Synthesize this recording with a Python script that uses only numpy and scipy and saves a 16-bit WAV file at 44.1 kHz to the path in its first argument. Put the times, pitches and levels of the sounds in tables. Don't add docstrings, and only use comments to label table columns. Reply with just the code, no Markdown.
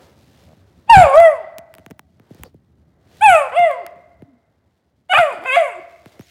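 import sys
import numpy as np
from scipy import signal
from scipy.fft import rfft, irfft, next_fast_len
from scipy.io import wavfile
from scipy.ndimage import uniform_filter1d, minimum_filter1d, map_coordinates

SR = 44100
rng = np.random.default_rng(int(sys.argv[2]) if len(sys.argv) > 2 else 0)


def int16_out(signal):
    q = np.round(np.clip(np.atleast_2d(signal).T, -1, 1) * 32767)
    wavfile.write(sys.argv[1], SR, q.astype(np.int16))


N = 277830

# t/s, pitch f/Hz, level/dB, mouth opening/0-1, roughness/0-1 (clipped)
BARKS = [
    [(.878, 805.6, -45, .2, .3), (.892, 896.2, -29.5, 0.4, .1), (.899, 916.8, 0, .25, 0.13),
     (.918, 935.3, -3.5, 0.3, 0.1), (.935, 874.9, 3, 0.4, .05), (.963, 772.6, 0.5, 0.62, .1),
     (1.005, 736.7, 0.5, .4, 0.03), (1.035, 660.8, -5, .4, .4), (1.07, 553.7, -11.5, 0.3, 0.44),
     (1.126, 535.4, -14.5, 0.29, 0.18)],
    [(1.126, 533.1, -11, 0.4, 0.4), (1.172, 639.8, -3, 0.2, .05), (1.205, 683.1, -4.5, 0.06, .05),
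     (1.24, 672.8, -6.5, 0.27, 0.03), (1.285, 631.7, -7.5, 0.1, 0.06), (1.315, 586.9, -15.5, 0.06, 0),
     (1.36, 510.2, -31, 0.66, 0.2), (1.45, 357, -61, 0, .4)],
    [(3.21, 741.7, -28.5, 0.88, .05), (3.226, 842.5, -7, 0.4, 0.2), (3.243, 884.6, -5, 0.52, .05),
     (3.28, 807.7, -4, .35, .05), (3.304, 747.7, -7, 0.7, .05), (3.356, 646.4, -6, 0.56, 0),
     (3.418, 559.8, -16, 0.52, .15), (3.48, 502.8, -32.5, 0.2, 0.3)],
    [(3.52, 476.2, -30.5, 0.5, 0.3), (3.55, 551.7, -22.5, 0.37, 0.2), (3.568, 673, -14, 0.33, 0.2),
     (3.585, 707.5, -10, .05, .05), (3.615, 701.7, -12.5, 0.13, .05), (3.64, 692.6, -11, 0, .05),
     (3.682, 625.5, -15.5, 0, .05), (3.72, 540, -23, 0.26, .2), (3.788, 465.2, -45.5, 0.15, 0.3),
     (3.85, 352.1, -55, 0, 0.3)],
    [(5.096, 713.9, -25, 0.5, .3), (5.126, 746.4, -12.5, .95, 0.1), (5.131, 749.3, -16, 0.8, 0.9),
     (5.141, 592.2, -19.5, 1, 0.9), (5.15, 567.6, -13.5, 1, 0.5), (5.17, 631.5, -14.5, 0.9, 0.4),
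     (5.186, 672.8, -10.5, 0.9, 1), (5.203, 717.2, -8.5, 0.5, 0.3), (5.23, 643.5, -9, .4, .15),
     (5.277, 566.4, -19.5, 0.34, 0.1), (5.315, 503.7, -28, 0.7, 0.6), (5.34, 398.8, -31.5, 0.83, 1.1),
     (5.4, 270.4, -44.5, 0.91, 1.1), (5.455, 439.6, -34.5, 0.67, 1)],
    [(5.455, 501, -28.5, 0.61, 1), (5.468, 523.5, -26.5, 0.7, .35), (5.505, 507.2, -23.5, 0.7, .22),
     (5.54, 545, -16.5, 0.7, 0.3), (5.561, 567.5, -16.5, 0.7, 0.5), (5.565, 688.4, -13.5, 0.6, 0.8),
     (5.573, 699, -7.5, 0, 0.1), (5.612, 654.8, -13.5, 0.21, .05), (5.625, 611, -14.5, 0.19, 0.1),
     (5.663, 535.6, -25.5, 0.49, 0.13), (5.749, 350, -48, 0.81, 0.05), (5.8, 365.8, -40.5, 0.31, 0.42)],
]
# room level/dB, nasal treble offset/dB, throat-nose gap level/dB, turbulent haze level/dB
BARK_MIX = [(-11, 0.5, -62, -34), (-14, -3.5, -48, -41.5), (-12, -1, -63.5, -34), (-10, -1.5, -53, -38),
            (-12.5, -5, -56.5, -26.5), (-10, 0, -59, -27)]
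# nasal hiss relative to nasal partials, level/dB
NASAL_HISS_DB = [-15, -16, -15, -15, -5, -6]
# t/s, slope/(dB per octave)
PARTIAL_TILT = [(.9, 4), (.96, -14), (1.05, -10), (1.2, -11.5), (1.27, -4), (1.32, -11.5), (3.22, 5.5),
                (3.3, -4.5), (3.42, -8), (3.53, 0), (3.6, 4), (3.68, -1), (3.75, -5), (5.1, 6.5),
                (5.18, -2.5), (5.21, -7), (5.3, -10.5), (5.43, -16), (5.46, 1.5), (5.5, 5.5), (5.555, 4.5),
                (5.58, -6.5), (5.7, -1.5)]
# t/s, f/Hz
THROAT_RING = [(.9, 2700), (1.0, 2370), (1.06, 2520), (1.19, 2080), (1.3, 2060), (3.24, 2528), (3.35, 2400),
               (3.6, 2850), (3.69, 1760), (3.76, 1490), (5.11, 3050), (5.16, 2440), (5.25, 1900),
               (5.48, 2420), (5.55, 2210)]
# t/s, pitch f/Hz, level/dB, Gaussian 1/e half-length/s
CRACKS = [(5.139, 790, -7.5, 0.0045), (5.1764, 802.5, -5, 0.0021), (5.458, 727, -22, 0.005)]
# f/Hz, level/dB
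THROAT = [(1600, 10.5), (2400, 6.5), (2900, -4), (3500, -8.5), (3800, -14), (4100, -37), (4700, -27.5),
          (5600, -55.5), (16000, -89.5)]
# f/Hz, level/dB
LIPS_CLOSED = [(250, 32), (450, -0.5), (680, 1), (930, 1), (1100, -9), (1400, -30.5), (1750, -30.5),
               (2100, -14.5), (2450, -28), (2850, -17), (3100, -22), (3370, -11.5), (3600, -26.5)]
# f/Hz, level/dB
JAWS_WIDE = [(250, -8.5), (500, -14), (740, -2), (930, -8), (1150, -2.5), (1500, 2.5), (1800, -6),
             (2200, -7.5), (2550, 4), (2900, 0), (3200, -3), (3600, -1)]
# f/Hz, relative level/dB
NOSE = [(5000, -35), (6200, -17), (7000, -7.5), (8200, -6), (10500, -8.5), (12500, -19), (16000, -21.5)]
# f/Hz, relative level/dB per Hz
BREATH = [(300, -42), (600, 2), (1100, -3.5), (1500, -8), (2500, -9), (3400, -9), (4000, -26),
          (4700, -14.5), (5600, -33.5), (16000, -51.5)]
# f/Hz, relative level/dB per Hz
HAZE = [(500, -23.5), (1200, 2.5), (3000, -0.5), (3700, -5), (4050, -27.5), (4700, -15), (5600, -28),
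        (7000, -50.5)]
# t/s, click level/dB, thump level/dB, bright edge level/dB
POPS = [(1.1573, -18, -43, -61), (1.202, -10.5, -42, -25), (1.5839, -26, -36.5, -31),
        (1.59, -32.5, -56, -49), (1.74, -27, -64, -42.5), (1.7513, -33.5, -48, -52),
        (1.7834, -29.5, -40, -51.5), (1.7946, -42, -40.5, -55), (1.863, -24.5, -33, -70),
        (1.9028, -45, -34.5, -58.5), (1.9096, -26.5, -30, -54.5), (1.914, -35, -30, -58.5),
        (1.9936, -20.5, -40.5, -38), (2.1978, -37.5, -39.5, -70), (2.308, -45.5, -28, -66),
        (2.3477, -44, -38.5, -51), (2.3942, -43.5, -36, -69), (2.4352, -18.5, -33, -28.5),
        (2.5443, -57.5, -34, -69), (3.5924, -20, -30, -37.5), (3.713, -24.5, -60, -63.5),
        (3.8652, -21.5, -49, -34.5), (3.9587, -48, -43.5, -73), (4.2215, -38.5, -28, -87),
        (5.439, -26, -44, -63), (6.0591, -27.5, -31.5, -82), (6.1942, -32.5, -25.5, -52),
        (6.21, -32.5, -50.5, -47.5)]
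# t/s, f/Hz, level/dB
SLIDING_TONES = [
    [(2.445, 600, -52), (2.46, 516, -44), (2.485, 400, -50.5)],
    [(6.197, 5320, -59), (6.215, 6090, -62), (6.25, 6960, -63.5), (6.275, 5130, -56.5)],
    [(4.25, 269, -53), (4.296, 282, -50), (4.34, 241.2, -48), (4.42, 237, -68)],
]
# t/s, level/dB
RUMBLE_LEVEL = [(0, -54.5), (.8, -52.5), (1.3, -59), (3.1, -55), (3.9, -60.5), (5, -65.5), (6.3, -62.5)]
# f/Hz, relative level/dB per Hz
RUMBLE_SHAPE = [(20, -49), (45, -23), (75, -2.5), (110, -9.5), (250, -15.5), (400, -24.5), (700, -66)]
# t/s, peak level/dB, rise/s and fall/s (each over 20 dB)
LUMPS = [(.9, -30, 0.0078, .06), (0.979, -4.5, 0.024, 0.045), (1.05, -22, 0.031, 0.034),
         (1.21, -34.5, 0.058, 0.045), (2.419, -34, 0.045, 0.064), (3.32, -28, 0.1, 0.061),
         (3.63, -41.5, 0.017, 0.046), (4.21, -44.5, 0.06, 0.059), (5.2, -30.5, 0.042, 0.014),
         (5.39, -51, 0.032, 0.034)]
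# f/Hz, relative level/dB per Hz
LUMP_SHAPE = [(20, -55), (52, -15), (80, -0.5), (105, -9), (170, -13.5), (250, -26.5), (400, -30),
              (700, -67.5)]
# t/s, hush level/dB, cloth level/dB
RUSTLE_LEVELS = [(0, -48, -59.5), (.26, -59.5, -65), (.4, -54.5, -61), (.56, -59, -68.5),
                 (.87, -58.5, -70.5), (1.7, -62.5, -77), (1.78, -63, -70), (2.01, -85.5, -81),
                 (2.23, -59.5, -77), (2.34, -55.5, -65.5), (2.46, -53, -63.5), (2.52, -70.5, -82),
                 (3, -62.5, -80.5), (3.17, -52.5, -56), (4.3, -63.5, -82.5), (5.08, -71, -81),
                 (6, -58.5, -64.5), (6.18, -53, -63.5), (6.3, -68, -58.5)]
# f/Hz, relative level/dB per Hz
HUSH_SHAPE = [(180, -24.5), (300, -8), (571, -7.5), (1070, -16.5), (2000, -21.5), (2600, -35), (4400, -120)]
# f/Hz, relative level/dB per Hz
CLOTH_SHAPE = [(880, -30), (1500, -4), (3660, -1.5), (5280, -6), (9850, -13.5), (16000, -16)]
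# f/Hz, t60/s
ROOM_T60 = [(200, 1), (700, 0.63), (2100, 0.69), (3400, 0.26), (4100, 0.25), (4700, 0.41), (10000, 0.28)]
# f/Hz, relative level/dB
ROOM_COLOUR = [(700, -0.5), (2100, 0.5), (3400, 5.5), (4700, 4)]
# delay t/s, level/dB
WALLS = [(.009, -20), (.014, -16), (.021, -18)]

NOSE_BASE_DB, NOSE_OPEN_JAW_DB, NOSE_DB_PER_VOICE_DB = -38.5, 21.5, 0.94
RING_DB, RING_WIDTH_HZ = 7, 270
GAP_HZ, GAP_WIDTH_HZ = 5270, 880
PATCHY_DB_PER_OCTAVE = 2
HOARSE_SCATTER = 0.55
BREATH_DB, BREATH_DB_PER_VOICE_DB = -54, 0.046
RASP_DB = -13.5
BREATH_LEAD_S, BREATH_FADE_S = 0.0049, 0.075
TOP_HZ = 16200


def amp(db):
    return 10 ** (np.asarray(db) / 20)


def unit(x):
    return x / np.sqrt(np.mean(x ** 2) + 1e-20)


def along(points, hz):
    f, v = np.transpose(points)
    return np.interp(np.log(hz + 1), np.log(f + 1), v)


def curves(rows):
    s, *cols = np.transpose(sorted(map(tuple, rows), key=lambda row: row[0]))
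    return [np.interp(np.arange(N) / SR, s, c) for c in cols]


def wobble(rate_hz, order=3):
    knots = rng.standard_normal(int(N * rate_hz / SR) + 4)
    return map_coordinates(knots, [np.arange(N) * rate_hz / SR], order=order)


def filtered(x, response):
    m = next_fast_len(N + SR // 2)
    return irfft(rfft(x, m) * response(np.fft.rfftfreq(m, 1 / SR)), m)[:N]


def noise(shape):
    return unit(filtered(rng.standard_normal(N), lambda hz: amp(along(shape, hz))))


def sounding(tables, size):
    on = np.zeros(N)
    for rows in tables:
        on[round(rows[0][0] * SR):round(rows[-1][0] * SR) + 1] = 1
    return uniform_filter1d(on, size)


def puppy():
    hz, level_db, mouth, rough = uniform_filter1d(curves(np.concatenate(BARKS)), size=200, axis=1)
    mouth, rough = np.clip(mouth, 0, 1), np.clip(rough, 0, 1)
    mix_rows = []
    for rows, (_, *mix), hiss_db in zip(BARKS, BARK_MIX, NASAL_HISS_DB):
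        for row in (rows[1], rows[-2]):
            mix_rows.append((row[0], *mix, hiss_db))
    nasal_db, gap_db, haze_db, nasal_hiss_db = curves(mix_rows)
    nose_db = NOSE_BASE_DB + NOSE_DB_PER_VOICE_DB * level_db + NOSE_OPEN_JAW_DB * mouth + nasal_db
    (tilt_db,), (ring_hz,) = curves(PARTIAL_TILT), curves(THROAT_RING)
    jitter = (0.0028 + 0.015 * rough + 0.028 * rough ** 2) * wobble(250)
    phase = 2 * np.pi * np.cumsum(hz * (1 + jitter)) / SR

    voiced = np.zeros(N)
    for k in range(1, 26):
        partial_hz = k * hz
        mouth_db = (1 - mouth) * along(LIPS_CLOSED, partial_hz) + mouth * along(JAWS_WIDE, partial_hz)
        throat_db = level_db + mouth_db + along(THROAT, partial_hz) - THROAT[0][1]
        throat_db += RING_DB * np.exp(-((partial_hz - ring_hz) / RING_WIDTH_HZ) ** 2)
        uneven = wobble(55, order=1)
        throat_db += tilt_db * np.log2(max(k / 2, 1)) + PATCHY_DB_PER_OCTAVE * np.log2(k) * uneven
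        nose_partial_db = nose_db - 5 + along(NOSE, partial_hz) + 7 * wobble(70, order=1)
        nose_partial_db -= 9 * np.clip(partial_hz / 3000 - 3.6, 0, 1)
        nose = amp(nose_partial_db) * (1 - rough) ** 2
        gap_shape_db = -6 * ((partial_hz - GAP_HZ) / GAP_WIDTH_HZ) ** 4
        nose += amp(2 * level_db + gap_db + gap_shape_db + 6 * uneven)
        shimmer = 1 + 0.1 * rough * wobble(400, order=1)
        voiced += (amp(throat_db) + nose) * shimmer * np.sin(k * phase + rng.uniform(0, 2 * np.pi))
    voiced *= 1 + HOARSE_SCATTER * rough ** 2 * wobble(300)

    nasal_hiss = amp(nose_db + nasal_hiss_db + 3 * wobble(120)) * noise(NOSE)
    hiss_gain = amp(BREATH_DB + BREATH_DB_PER_VOICE_DB * level_db) + rough ** 1.5 * amp(level_db + RASP_DB)
    haze = amp(level_db + haze_db) * unit(amp(4.9 * wobble(150)) * noise(HAZE))
    breath = (hiss_gain * noise(BREATH) + nasal_hiss + haze) * (1 + 0.5 * np.cos(phase))
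    flow_spans = [[(rows[0][0] - BREATH_LEAD_S,), rows[-1]] for rows in BARKS]
    flowing = sounding(flow_spans, size=400)
    step = 1 / (BREATH_FADE_S * SR)
    fading = signal.lfilter([step], [1, step - 1], flowing)
    flowing = np.maximum(flowing, fading)
    return sounding(BARKS, size=160) * np.sqrt(2) * voiced + flowing * breath


def cracks():
    out, t = np.zeros(N), np.arange(N) / SR
    for s, hz, db, length_s in CRACKS:
        tone = np.sin(2 * np.pi * hz * t) + 0.49 * np.sin(4 * np.pi * hz * t)
        out += amp(db) * np.exp(-((t - s) / length_s) ** 2) * tone
    return out


def cushion():
    out, t = np.zeros(N + SR), np.arange(SR // 10) / SR
    grit = rng.standard_normal((len(POPS), 2, len(t)))
    click_hz = 800 + 3200 * np.exp(-t / 0.00056)
    click_tone = np.sin(2 * np.pi * np.cumsum(click_hz) / SR)
    click_envelope = amp(-60 * t / 0.01) * (1 - np.exp(-t / 0.00015))
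    thump_hz = 95 + 650 * np.exp(-t / 0.0043)
    thump_tone = np.sin(2 * np.pi * np.cumsum(thump_hz) / SR)
    thump_envelope = amp(-60 * t / 0.05) * (1 - np.exp(-t / 0.012))
    for (s, click_db, thump_db, edge_db), (click_grit, edge_grit) in zip(POPS, 1.1 * grit):
        rough_click = 1 + click_grit * amp(-60 * t / 0.0036)
        click = amp(click_db - 3.5) * click_envelope * rough_click * click_tone
        edge_noise = edge_grit - np.roll(edge_grit, 2)
        edge = amp(edge_db + 12 - 60 * t / 0.00044) * edge_noise
        thump = amp(thump_db + 11) * thump_envelope * thump_tone
        out[round(s * SR):][:len(t)] += click + edge + thump
    return out[:N]


def squeaks():
    out = np.zeros(N)
    for rows in SLIDING_TONES:
        hz, db = curves(rows)
        tone = np.sin(2 * np.pi * np.cumsum(hz) / SR)
        out += sounding([rows], size=300) * amp(db + 3.9 * wobble(80)) * tone
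    return out


def rattle():
    out, t = np.zeros(N), np.arange(SR // 40) / SR
    high = amp(-38.5 - 60 * t / 0.018) * np.sin(2 * np.pi * 620 * t)
    low = amp(-41 - 60 * t / 0.05) * np.sin(2 * np.pi * 190 * t)
    times_s = 0.4805 + 0.0128 * np.arange(5)
    for s, db in zip(times_s, rng.normal(0, 2.4, size=5)):
        out[round(s * SR):][:len(t)] += amp(db) * (high + low)
    return out


def swish():
    shape = [(300, 6), (900, -1), (2500, -38), (4700, -6), (6500, -31)]  # f/Hz, relative level/dB
    return amp(-49.5) * sounding([[(2.443,), (2.48,)]], size=500) * noise(shape)


def background():
    t = np.arange(N) / SR
    lumps = np.zeros(N)
    for s, db, rise_s, fall_s in LUMPS:
        lumps += amp(db - 20 * np.maximum((s - t) / rise_s, (t - s) / fall_s))
    hush_db, cloth_db = curves(RUSTLE_LEVELS)
    (rumble_db,) = curves(RUMBLE_LEVEL)
    rumble = amp(rumble_db + 2 * wobble(28)) * noise(RUMBLE_SHAPE)
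    rumble += lumps * unit(amp(2.5 * wobble(30)) * noise(LUMP_SHAPE))
    hush = amp(hush_db - 3 + 0.4 * wobble(34)) * noise(HUSH_SHAPE)
    grain_db = 1.3 * wobble(28) + 2.1 * wobble(330)
    cloth = amp(cloth_db + 1.5) * unit(amp(grain_db) * noise(CLOTH_SHAPE))
    return rumble + hush + cloth


def room(x, wet_db):
    hz, t, z = signal.stft(rng.standard_normal(SR * 3 // 2), SR, nperseg=256)
    fall_db = -60 * t / along(ROOM_T60, hz)[:, None]
    decay = amp(fall_db) + amp(-16 + 0.5 * fall_db)
    colour = amp(along(ROOM_COLOUR, hz))[:, None]
    tail = signal.istft(z * colour * decay, SR, nperseg=256)[1]
    answer = np.pad(amp(wet_db) * tail / np.linalg.norm(tail), (700, 0))
    for s, db in WALLS:
        answer[round(s * SR)] += amp(db)
    return signal.fftconvolve(x, answer)


def scene():
    voice = puppy() + cracks()
    out = voice + cushion() + squeaks() + rattle() + swish() + background()
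    for rows, (wet_db, *_) in zip(BARKS, BARK_MIX):
        start, stop = round(rows[0][0] * SR), round(rows[-1][0] * SR)
        echo = room(voice[start:stop], wet_db)[:N - start]
        out[start:][:len(echo)] += echo
    return out[None]


def record(dry):
    x = filtered(dry[0], lambda hz: (1j * hz / (40 + 1j * hz)) ** 2)
    limit_gain = 1.45 / np.maximum(np.abs(x), 1.45)
    x = x * uniform_filter1d(minimum_filter1d(limit_gain, size=180), size=60)
    x = x / (1 + np.abs(x) ** 16) ** (1 / 16)
    x = filtered(x, lambda hz: hz < TOP_HZ)
    return np.clip(1.01 * x, -1, 1)[None]


dry = scene()
out = record(dry)
int16_out(out)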